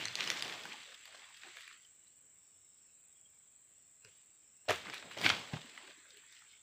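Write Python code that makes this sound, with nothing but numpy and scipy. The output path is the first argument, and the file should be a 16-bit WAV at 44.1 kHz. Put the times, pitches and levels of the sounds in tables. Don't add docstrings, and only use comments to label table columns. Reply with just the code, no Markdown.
import sys
import numpy as np
from scipy import signal
from scipy.fft import rfft, irfft, next_fast_len
from scipy.io import wavfile
from scipy.ndimage import uniform_filter1d

SR = 44100
rng = np.random.default_rng(int(sys.argv[2]) if len(sys.argv) > 2 else 0)


def transcribe(u):
    v = np.clip(np.atleast_2d(u).T, -1, 1)
    q = np.round(v * 32767).astype(np.int16)
    wavfile.write(sys.argv[1], SR, q)


def nominal_scale(level):
    x = np.asarray(level, float) / 20
    return 10 ** x


N = 291942


def unit(x):
    return x / np.sqrt(np.mean(x ** 2) + 1e-20)


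def along(points, hz):
    f, v = np.transpose(points)
    return np.interp(np.log(hz + 1), np.log(f + 1), v)


def coloured(x, spectrum):
    m = next_fast_len(N + 8192)
    hz = np.fft.rfftfreq(m, 1 / SR)
    inside = (hz > 0.8 * spectrum[0][0]) & (hz < 1.1 * spectrum[-1][0])
    return unit(irfft(rfft(x, m) * nominal_scale(along(spectrum, hz)) * inside, m)[:N])


def patchy(gain, size=5):
    z = signal.stft(rng.standard_normal(N), nperseg=512)[2]
    field = uniform_filter1d(rng.standard_normal(z.shape), size=size, axis=0)
    field = uniform_filter1d(field, size=24, axis=1)
    return signal.istft(z * gain(unit(field)), nperseg=512)[1][:N]


def air():
    # f/Hz, level/dB
    air_spectrum = [(20, -18), (44, -1.5), (86, -2.5), (160, -6), (974, -13), (2480, -10), (3300, -11),
                    (3860, -13), (4990, -20), (6150, -24), (6900, -21), (7500, -41)]
    # f/Hz, level/dB
    hiss_spectrum = [(5000, -25.5), (6500, -13.5), (9500, -17), (12500, -20), (15600, -13.5)]
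    treble = np.clip(np.arange(257)[:, None] / 20 - 0.5, 0, 1)
    stir = patchy(lambda field: nominal_scale(3.1 * treble * field), size=2)
    drone = nominal_scale(-76.5 + 8.5) * coloured(stir, air_spectrum)
    return drone + nominal_scale(-89.5) * coloured(rng.standard_normal(N), hiss_spectrum)


def cicada():
    # f/Hz, level/dB
    tymbal_spectrum = [(3880, -41), (6600, -22.5), (7210, 0), (7680, 4.5), (8110, 0), (8550, -10.5),
                       (8810, -22.5), (9200, -28.5), (12000, -70), (20200, -120)]
    # f/Hz, level/dB
    octave_spectrum = [(13300, -48), (14100, -20), (14800, 1), (15300, 2.5), (15600, -4)]
    rib_levels = [
        1.5,
        -8,
        -7.5,
        8.5,
    ]
    clicks_per_s = 91.8
    turn = np.arange(N) * clicks_per_s / SR
    within = turn % 1
    buckle_in = np.exp(-within / 0.21)
    pop_out = 0.33 * np.exp(-((within - 0.42) % 1) / 0.055)
    beat = unit((buckle_in + pop_out) * nominal_scale(np.array(rib_levels)[turn.astype(int) % 4]))
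    body = coloured((1 + 0.22 * beat) * rng.standard_normal(N), tymbal_spectrum)
    octave = coloured((1 + 0.87 * beat) * rng.standard_normal(N), octave_spectrum)
    return nominal_scale(-65 + 0.64) * (body + nominal_scale(-17.5) * octave)


def crackle(per_s, spread_db, t60, share):
    flares = 0
    for zone_hz in (250, 700, 1500, 2400, 3600, 5500, 11000):
        when = rng.random(N)
        size = np.minimum(rng.exponential(1, N), 2.5)
        clump = nominal_scale(6 * unit(uniform_filter1d(rng.standard_normal(N), size=2000)))
        breaks = (when < clump * per_s / SR) * nominal_scale(spread_db * size)
        flare = signal.lfilter([1], [1, -nominal_scale(-60 / (t60 * SR))], breaks)
        zone = signal.iirpeak(zone_hz, 1.3, SR)
        flares = flares + np.sqrt(zone_hz) * unit(signal.lfilter(*zone, flare * rng.standard_normal(N)))
    bed = patchy(lambda field: nominal_scale(1.4 * field))
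    share = np.clip(share, 0, 1)
    return np.sqrt(share) * unit(flares) + np.sqrt(1 - share) * unit(bed)


def litter():
    # f/Hz, level/dB
    leaflet_spectrum = [(470, -32), (800, -21), (1100, -5), (1340, -2.5), (1950, 1), (3550, 0),
                        (5430, -9.5), (7640, -12.5), (9500, -24), (12400, -103), (20900, -120)]
    stem_spectrum = [(200, -15), (320, -4), (550, -4), (850, -4.5), (1150, -10)]
    ground_spectrum = [(30, -63.5), (70, -4.5), (140, 6.5), (260, 0), (380, -28.5)]
    dust_spectrum = [(8000, -21), (9500, -2), (12500, -1.5), (15700, 6)]
    # t/s of full force, force/dB, rise/(dB/s), fall/(dB/s), weight on the stems/dB
    boot_presses = [(0.015, -39.5, 98, 105, 3), (0.11, -48, 100, 64, -2), (0.206, -37, 230, 104, 2),
                    (0.298, -37.5, 122, 37.5, 3.5), (0.444, -43, 350, 34.5, 8.5), (0.66, -51.5, 99, 37, 3),
                    (0.8, -58.5, 58, 42, -10), (0.93, -57, 97, 72.5, -2), (1.08, -56, 200, 64, -2),
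                    (1.156, -55.5, 150, 55, 4), (1.3, -58, 43, 32, -15), (1.445, -51.5, 307, 66, -2),
                    (1.58, -53.5, 61, 36, -24), (1.73, -58.5, 13, 287, -32), (1.85, -80, 60, 60, -25),
                    (4.052, -62, 3002, 200, -10), (4.08, -61, 300, 35, -21)]
    bunch_presses = [(4.688, -33, 4002, 126, 6), (4.888, -49, 176, 118, 10.5), (4.94, -46, 500, 72, -6),
                     (5.06, -56, 142, 113, 14), (5.115, -43, 1494, 412, -19), (5.175, -43.5, 1497, 51, 9),
                     (5.258, -30.5, 218, 172, 4.5), (5.299, -39, 400, 98, 12.5), (5.42, -46, 67.5, 48.5, 3),
                     (5.537, -45, 797, 172, 11.5), (5.65, -56.5, 57, 25, 0.5), (5.89, -54.5, 28, 157, 0),
                     (5.97, -60, 60.5, 22, -12), (6.15, -62, 30, 25, -18), (6.36, -59, 30, 30, -26),
                     (6.56, -65.5, 41, 24, -7)]
    stems_db, ground_db, dust_db = -11.5, -21.5, -19.5
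    ground_grows = 1.13
    dust_grows = 0.27
    stems_settle = 1.49

    fine = crackle(per_s=170, spread_db=3.5, t60=0.007, share=0.32)
    coarse = patchy(lambda field: nominal_scale(2.5 * field))
    parts = [coloured(fine, leaflet_spectrum), coloured(coarse + 0.81 * unit(fine), stem_spectrum),
             coloured(coarse, ground_spectrum), coloured(fine, dust_spectrum)]

    power = 0
    t = np.arange(0, N + 32, 32) / SR
    for s, force_db, rise, fall, weight_db in [*boot_presses, *bunch_presses]:
        swell_db = abs(rise) * np.minimum(t - s, 0)
        fade_db = abs(fall) * np.maximum(t - s, 0)
        light_db = force_db + swell_db - fade_db
        heavy_db = force_db + swell_db - stems_settle * fade_db
        power = power + nominal_scale([light_db,
                             heavy_db + stems_db + weight_db,
                             heavy_db + ground_db + ground_grows * weight_db,
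                             light_db + dust_db + dust_grows * (force_db + 31.5)]) ** 2
    levels = np.sqrt(power)
    return nominal_scale(-4.5) * sum(np.interp(np.arange(N) / SR, t, level) * part for level, part in zip(levels, parts))


def rubs():
    # t/s, length/s, f/Hz, level/dB
    slides = [(0.869, 0.076, 565, -70), (0.953, 0.086, 332, -79), (1.07, 0.045, 720, -73),
              (1.09, 0.034, 480, -73), (1.186, .06, 840, -71), (1.25, .07, 1050, -68), (.64, .03, 600, -58),
              (.72, .05, 1000, -60), (5.88, .04, 600, -64), (.02, .12, 110, -64), (1.216, 0.066, 590, -84),
              (1.433, 0.05, 690, -67), (1.445, 0.071, 334, -68.5), (1.55, 0.052, 590, -70.5),
              (1.72, .05, 330, -75), (5.563, 0.027, 900, -58.5), (5.657, 0.15, 239, -71),
              (5.779, 0.083, 950, -66), (5.827, 0.088, 343, -68.5), (5.97, 0.025, 320, -67),
              (5.952, 0.07, 1170, -74.5), (6.047, 0.086, 545, -73.5), (6.12, 0.073, 400, -71.5),
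              (6.22, .04, 1050, -75.5)]
    width = 1.17
    out = np.zeros(N + SR)
    t = np.arange(SR // 4) / SR
    for (s, long, hz, db), noise in zip(slides, rng.standard_normal((len(slides), len(t)))):
        band = signal.butter(2, [hz / width, hz * width], "bandpass", fs=SR)
        contact = np.clip(np.minimum(t, long - t) / 0.01, 0, 1)
        out[round(s * SR):][:len(t)] += nominal_scale(db) * unit(signal.lfilter(*band, noise)) * contact
    return out[:N]


def snaps():
    # t/s, peak level/dB, ring f/Hz, sharp edge re peak/dB, sometimes t60/s
    step_snaps = [(0.0548, -29, 2000, -36), (0.0734, -40, 2380, -43), (0.0833, -25, 3420, -39),
                  (0.1544, -20.5, 4220, -29), (0.1885, -27, 2200, -41), (0.1994, -27, 3180, -40),
                  (0.2072, -20, 2880, -38), (0.2204, -30, 2250, -35), (0.237, -34, 2470, -33),
                  (0.2755, -22.5, 2960, -36), (0.3022, -15.5, 3670, -22), (0.3134, -37, 3530, -36),
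                  (0.4241, -20, 3270, -23), (0.448, -30, 3360, -29), (0.4968, -31, 2400, -32),
                  (0.5242, -28, 2630, -31), (0.593, -37, 2700, -34), (0.635, -42, 2600, -23),
                  (0.6544, -33.5, 1550, -21)]
    shuffle_snaps = [(0.8954, -55, 2280, -30), (0.9203, -47, 2810, -30), (0.9434, -42, 3640, -23),
                     (1.0124, -51, 3140, -22), (1.056, -46.5, 2020, -15), (1.0765, -48, 2130, -38),
                     (1.1054, -53, 3200, -38), (1.1254, -46, 2180, -42), (1.1454, -44, 1880, -41),
                     (1.1942, -51, 3200, -28), (1.2191, -50, 2100, -34), (1.2421, -45, 2230, -36),
                     (1.3445, -45, 2750, -30), (1.3728, -48, 2630, -17.5), (1.419, -48, 2570, -35),
                     (1.4345, -36, 1930, -37), (1.57, -37, 2110, -22), (1.5854, -41, 2330, -28),
                     (1.6078, -40, 2350, -25), (1.6777, -39, 2440, -25), (1.7274, -57, 2300, -19),
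                     (1.848, -49, 3030, -31)]
    stalk_snaps = [
        (4.0482, -43, 2800, -24, .014),
        (4.048, -54, 1450, -45, .025),
        (4.0481, -47, 3900, -30, .012),
        (4.0483, -53, 5600, -35, .01),
    ]
    bunch_snaps = [(4.6867, -25, 2780, -30, .012), (4.6954, -21, 1130, -45, .015),
                   (4.6972, -22, 1900, -19, .008), (4.706, -17, 2300, -18, .008),
                   (4.7098, -20, 1510, -21, .01), (4.7174, -23.5, 1600, -37), (4.8583, -37, 1230, -52),
                   (4.8692, -36, 2060, -45), (4.8859, -41, 1320, -38.5), (4.8878, -36, 1520, -36),
                   (4.8985, -31, 2140, -38), (4.9365, -30, 1730, -35), (4.943, -31, 2890, -18),
                   (4.9518, -40, 2560, -30), (4.9797, -34.5, 3870, -40), (5.0255, -36, 2486, -38),
                   (5.1123, -36.5, 1450, -36), (5.1444, -38.5, 2910, -40), (5.17, -38.5, 2100, -40),
                   (5.1864, -29.5, 3260, -41), (5.214, -35, 1620, -40)]
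    wake_snaps = [(5.535, -35, 2910, -37), (5.696, -55, 2660, -19), (5.777, -34.5, 2070, -33),
                  (5.853, -46, 2240, -33), (5.8756, -44, 1870, -43), (5.908, -47, 1940, -31),
                  (6.054, -51.5, 1620, -33), (6.1052, -44, 3720, -41), (6.145, -55.5, 1900, -36),
                  (6.171, -47, 2920, -20), (6.2365, -51, 1820, -35), (6.325, -49, 3710, -20),
                  (6.366, -46, 2980, -37), (6.4215, -51.5, 1340, -39), (6.532, -47, 2230, -36),
                  (6.5662, -55, 2220, -36)]
    second_voices = [
        (0.0545, -21, 4300, -30),
        (0.206, -23.5, 4100, -34),
        (0.275, -26, 5040, -30),
        (0.4235, -25, 4870, -30),
        (4.8987, -35.5, 3740, -40),
        (5.214, -29, 4840, -39),
    ]
    crash_snaps = [(5.2445, -18.5, 2240, -44, 0.023), (5.247, -23, 2630, -45.5, 0.014),
                   (5.2535, -19, 2430, -45, .012), (5.259, -18.5, 2880, -48.5, .008),
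                   (5.2629, -6, 2300, -44, .007), (5.263, -16.5, 1730, -49, 0.014),
                   (5.265, -23, 3000, -52, 0.02), (5.2745, -28.5, 2300, -34.5, 0.01),
                   (5.2922, -14, 3290, -45, .012), (5.2918, -26, 4700, -48, 0.0068),
                   (5.297, -24.5, 3000, -43, .008), (5.3006, -20, 3000, -36, 0.0066),
                   (5.3008, -16, 3110, -45.5, 0.014), (5.3015, -17.5, 1454, -49, 0.014),
                   (5.306, -21, 2230, -44, .014), (5.3157, -29, 2370, -45, .012),
                   (5.338, -32, 1500, -45, 0.01), (5.349, -31, 3180, -45, 0.015)]
    loose_snaps = [(0.241, -34, 3000, -20), (0.296, -42, 3000, -21), (0.316, -27, 2800, -31),
                   (0.155, -29, 6000, -34), (0.302, -23, 2300, -37), (4.852, -38, 2600, -28),
                   (4.881, -38, 1500, -40), (4.905, -42.5, 3500, -25), (4.93, -36.5, 2300, -38),
                   (4.955, -45, 1800, -36), (4.983, -43, 2200, -23), (5.028, -41, 1400, -30.5),
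                   (5.099, -46.5, 2160, -30), (5.125, -41, 2500, -37), (5.147, -45.5, 1800, -39),
                   (5.54, -34, 1300, -40), (5.57, -41, 1100, -45), (1.468, -49, 1500, -40),
                   (1.484, -45, 1600, -40), (1.633, -45, 2000, -32), (1.699, -53, 2200, -34)]
    more_wake_snaps = [(5.6611, -48, 1840, -30), (5.6956, -47, 2730, -30), (5.7484, -49, 2510, -30),
                       (5.7754, -44, 2120, -30), (5.9091, -45, 1750, -30), (6.0533, -54, 1570, -30),
                       (6.1056, -51, 3810, -30), (6.148, -57, 1910, -30), (6.17, -52, 2870, -30),
                       (6.1954, -57, 2970, -30), (6.2363, -55, 1820, -30), (6.3236, -48, 2260, -30),
                       (6.3655, -48, 3010, -30), (6.5327, -58, 2150, -30)]
    tip_snaps = [(0.6352, -40, 3820, -28), (0.7364, -47, 3310, -28), (0.8028, -46, 3860, -28),
                 (0.8337, -44, 3940, -28), (0.8941, -49, 3640, -28), (0.9215, -50, 3000, -28),
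                 (0.944, -48, 3560, -28), (0.9759, -49, 3930, -28), (1.0288, -50, 3000, -28),
                 (1.0542, -45, 3790, -28), (1.0767, -50, 3380, -28), (1.151, -53, 4470, -28),
                 (1.151, -48, 3560, -28), (1.344, -54, 3430, -28), (1.366, -49, 3270, -28),
                 (1.4154, -47, 3570, -28), (1.4343, -45, 3860, -28), (1.4593, -50, 3250, -28),
                 (1.569, -41, 3530, -28), (1.6074, -48, 3190, -28), (1.6773, -46, 3030, -28),
                 (1.7267, -50, 3040, -28)]
    usual_t60 = 0.0063
    clean_break = 0.43
    edge_dulls = 0.15
    side_modes = 0.57

    breaks = [*step_snaps, *shuffle_snaps, *stalk_snaps, *bunch_snaps, *wake_snaps, *second_voices,
              *crash_snaps, *loose_snaps, *more_wake_snaps, *tip_snaps]
    out = np.zeros(N + SR)
    t = np.arange(SR // 16) / SR
    rough = rng.standard_normal((len(breaks), 3, len(t)))
    spread = 0.2 * rough[:, 0, -3:]
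    woody = signal.butter(2, [350, 950], "bandpass", fs=SR)
    sharp = signal.butter(1, [3500, 8500], "bandpass", fs=SR)
    peak = lambda x: x / np.abs(x).max()
    for (s, db, hz, edge_db, *own_t60), noise, scatter in zip(breaks, rough, spread):
        t60 = own_t60[0] if own_t60 else usual_t60 * nominal_scale(-clean_break * (db + 18))
        fade = nominal_scale(-60 * t / np.clip(t60, 0.003, 0.05))

        side = sum(np.sin(2 * np.pi * hz * ratio * t) for ratio in np.exp(scatter))
        modes = np.sin(2 * np.pi * hz * t) + side_modes * side
        modes = modes * fade ** 0.82 * (1 - np.exp(-t / 0.00047))

        leaflet = signal.butter(3, [hz / 2.0, hz * 1.676], "bandpass", fs=SR)
        crack = signal.lfilter(*leaflet, (noise[0] + 4 * (t == 0)) * fade)
        edge = signal.lfilter(*sharp, (noise[1] + 3 * (t == 0)) * fade ** 4.5)
        knock = signal.lfilter(*woody, noise[2] * fade ** 3.3)
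        knock_db = -22 + 3 * noise[2, -1]

        sound = peak(0.75 * peak(modes) + peak(crack))
        sound = sound + nominal_scale(edge_db + 18 - edge_dulls * (db + 31.0)) * peak(edge)
        sound = sound + nominal_scale(knock_db - 2.5) * peak(knock)
        out[round(s * SR):][:len(t)] += nominal_scale(db - 1.85) * sound
    return out[:N]


def grove(x):
    # f/Hz, t60/s
    grove_t60 = [(300, 0.18), (3000, 0.38), (12000, 0.21)]
    hz, t, z = signal.stft(rng.standard_normal(SR // 3), SR, nperseg=256)
    tail = signal.istft(z * nominal_scale(-60 * t / along(grove_t60, hz)[:, None]), SR, nperseg=256)[1]
    return signal.fftconvolve(np.pad(x, (200, 0)), tail / np.linalg.norm(tail))[:N]


def thuds():
    # t/s, peak level/dB, f/Hz, t60/s
    stem_blows = [(0.655, -34.5, 770, 0.011), (0.741, -40, 796, 0.023), (3.78, -66, 557, 0.046),
                  (1.147, -48, 560, 0.021), (4.048, -63, 420, 0.11), (4.074, -63, 497, 0.052),
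                  (4.682, -30.5, 560, 0.031), (4.693, -22, 556, 0.033), (4.697, -30.5, 478, 0.045),
                  (5.17, -42, 531.6, 0.05), (4.704, -22.5, 509, 0.029), (4.71, -19.5, 460, 0.018),
                  (4.716, -30, 626, 0.012), (4.761, -56, 470, 0.025), (5.052, -54, 170, 0.1),
                  (5.247, -38.5, 295.5, 0.2), (5.535, -26, 150, 0.029), (5.543, -35, 146, 0.032),
                  (5.56, -35.5, 134, 0.034), (5.646, -49.5, 240, 0.064), (5.864, -62, 370, 0.067)]
    soil_blows = [
        (4.049, -61, 110, 0.13),
        (4.689, -42, 105, 0.21),
        (4.7, -32.5, 394, 0.061),
        (5.254, -43.5, 106, 0.14),
        (5.311, -43, 96, 0.1),
    ]
    out = np.zeros(N + SR)
    t = np.arange(SR // 4) / SR
    for s, db, hz, t60 in [*stem_blows, *soil_blows]:
        cycles = hz * (0.615 * t + 0.317 * 0.0317 * (1 - np.exp(-t / 0.03)))
        swell = 1 - np.exp(-t / 0.0012)
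        fade = nominal_scale(db + 2.5 - 60 * t / t60)
        out[round(s * SR):][:len(t)] += fade * swell * np.sin(2 * np.pi * 1.21 * cycles)
    return out[:N]


def settling():
    # t/s, peak level/dB, f/Hz, length/s
    far_ticks = [
        (1.851, -56.5, 3080, 0.0043),
        (2.07, -63, 4000, 0.011),
        (2.2994, -70, 3070, 0.014),
        (2.695, -68, 3240, 0.012),
        (3.255, -62, 3220, 0.011),
        (3.7794, -69, 3360, 0.015),
    ]
    t = np.arange(N) / SR
    out = np.zeros(N)
    for s, db, hz, long in far_ticks:
        bump = np.exp(-((t - s - long / 2) / (long / 2)) ** 2)
        out += nominal_scale(db) * bump * np.sin(2 * np.pi * hz * t)
    return out


def cricket():
    # t/s, length/s, level/dB
    chirp_bouts = [
        (1.9, .28, -85),
        (2.24, 0.1, -83),
        (2.39, .55, -79),
        (3.1, 0.32, -85),
        (3.74, .26, -83),
        (4.28, 0.055, -88),
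        (4.39, 0.34, -80),
        (6.05, 0.16, -86),
        (6.31, .3, -81.5),
    ]
    # f/Hz, level/dB
    chirp_spectrum = [(5050, -20.5), (5300, 8.5), (5650, 2.5), (5950, -25)]
    edge_s = 0.07
    t = np.arange(N) / SR
    level = 0
    for s, long, db in chirp_bouts:
        level = level + nominal_scale(db) * np.clip(np.minimum(t - s, s + long - t) / edge_s + 0.5, 0, 1)
    return nominal_scale(0.5) * level * coloured(rng.standard_normal(N), chirp_spectrum)


def suppress(x, depth_db, open_db, soft_db):
    top_hz = 15500
    hz, _, z = signal.stft(x, SR, nperseg=1024)
    power = uniform_filter1d(np.abs(z) ** 2, size=5, axis=0)
    power = np.abs(uniform_filter1d(power, size=6, axis=1))
    usual = np.percentile(power, 25, axis=1, keepdims=True)
    rise_db = 10 * np.log10(power / usual + 1e-9)
    shut = 1 / (1.5 + np.exp(np.clip((rise_db - open_db) / soft_db, -30, 30)))
    reach = np.clip((6800 - hz[:, None]) / 2400, 0, 1)
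    gain = nominal_scale(-depth_db * shut * reach) * (hz[:, None] < top_hz)
    return signal.istft(z * gain, SR, nperseg=1024)[1][:N]


def scene():
    hits = snaps() + thuds()
    answered = hits + nominal_scale(-10.0) * grove(hits)
    return (air() + cicada() + litter() + rubs() + answered + settling() + cricket())[None]


def roll_off(x):
    return signal.sosfilt(signal.butter(12, 16510, fs=SR, output="sos"), x)


def record(dry):
    heard = signal.lfilter(*signal.butter(2, 68.7, "highpass", fs=SR), dry[0])
    quiet = suppress(heard, depth_db=13, open_db=5.5, soft_db=1.2)
    return roll_off(quiet[None])


dry = scene()
out = record(dry)
transcribe(out)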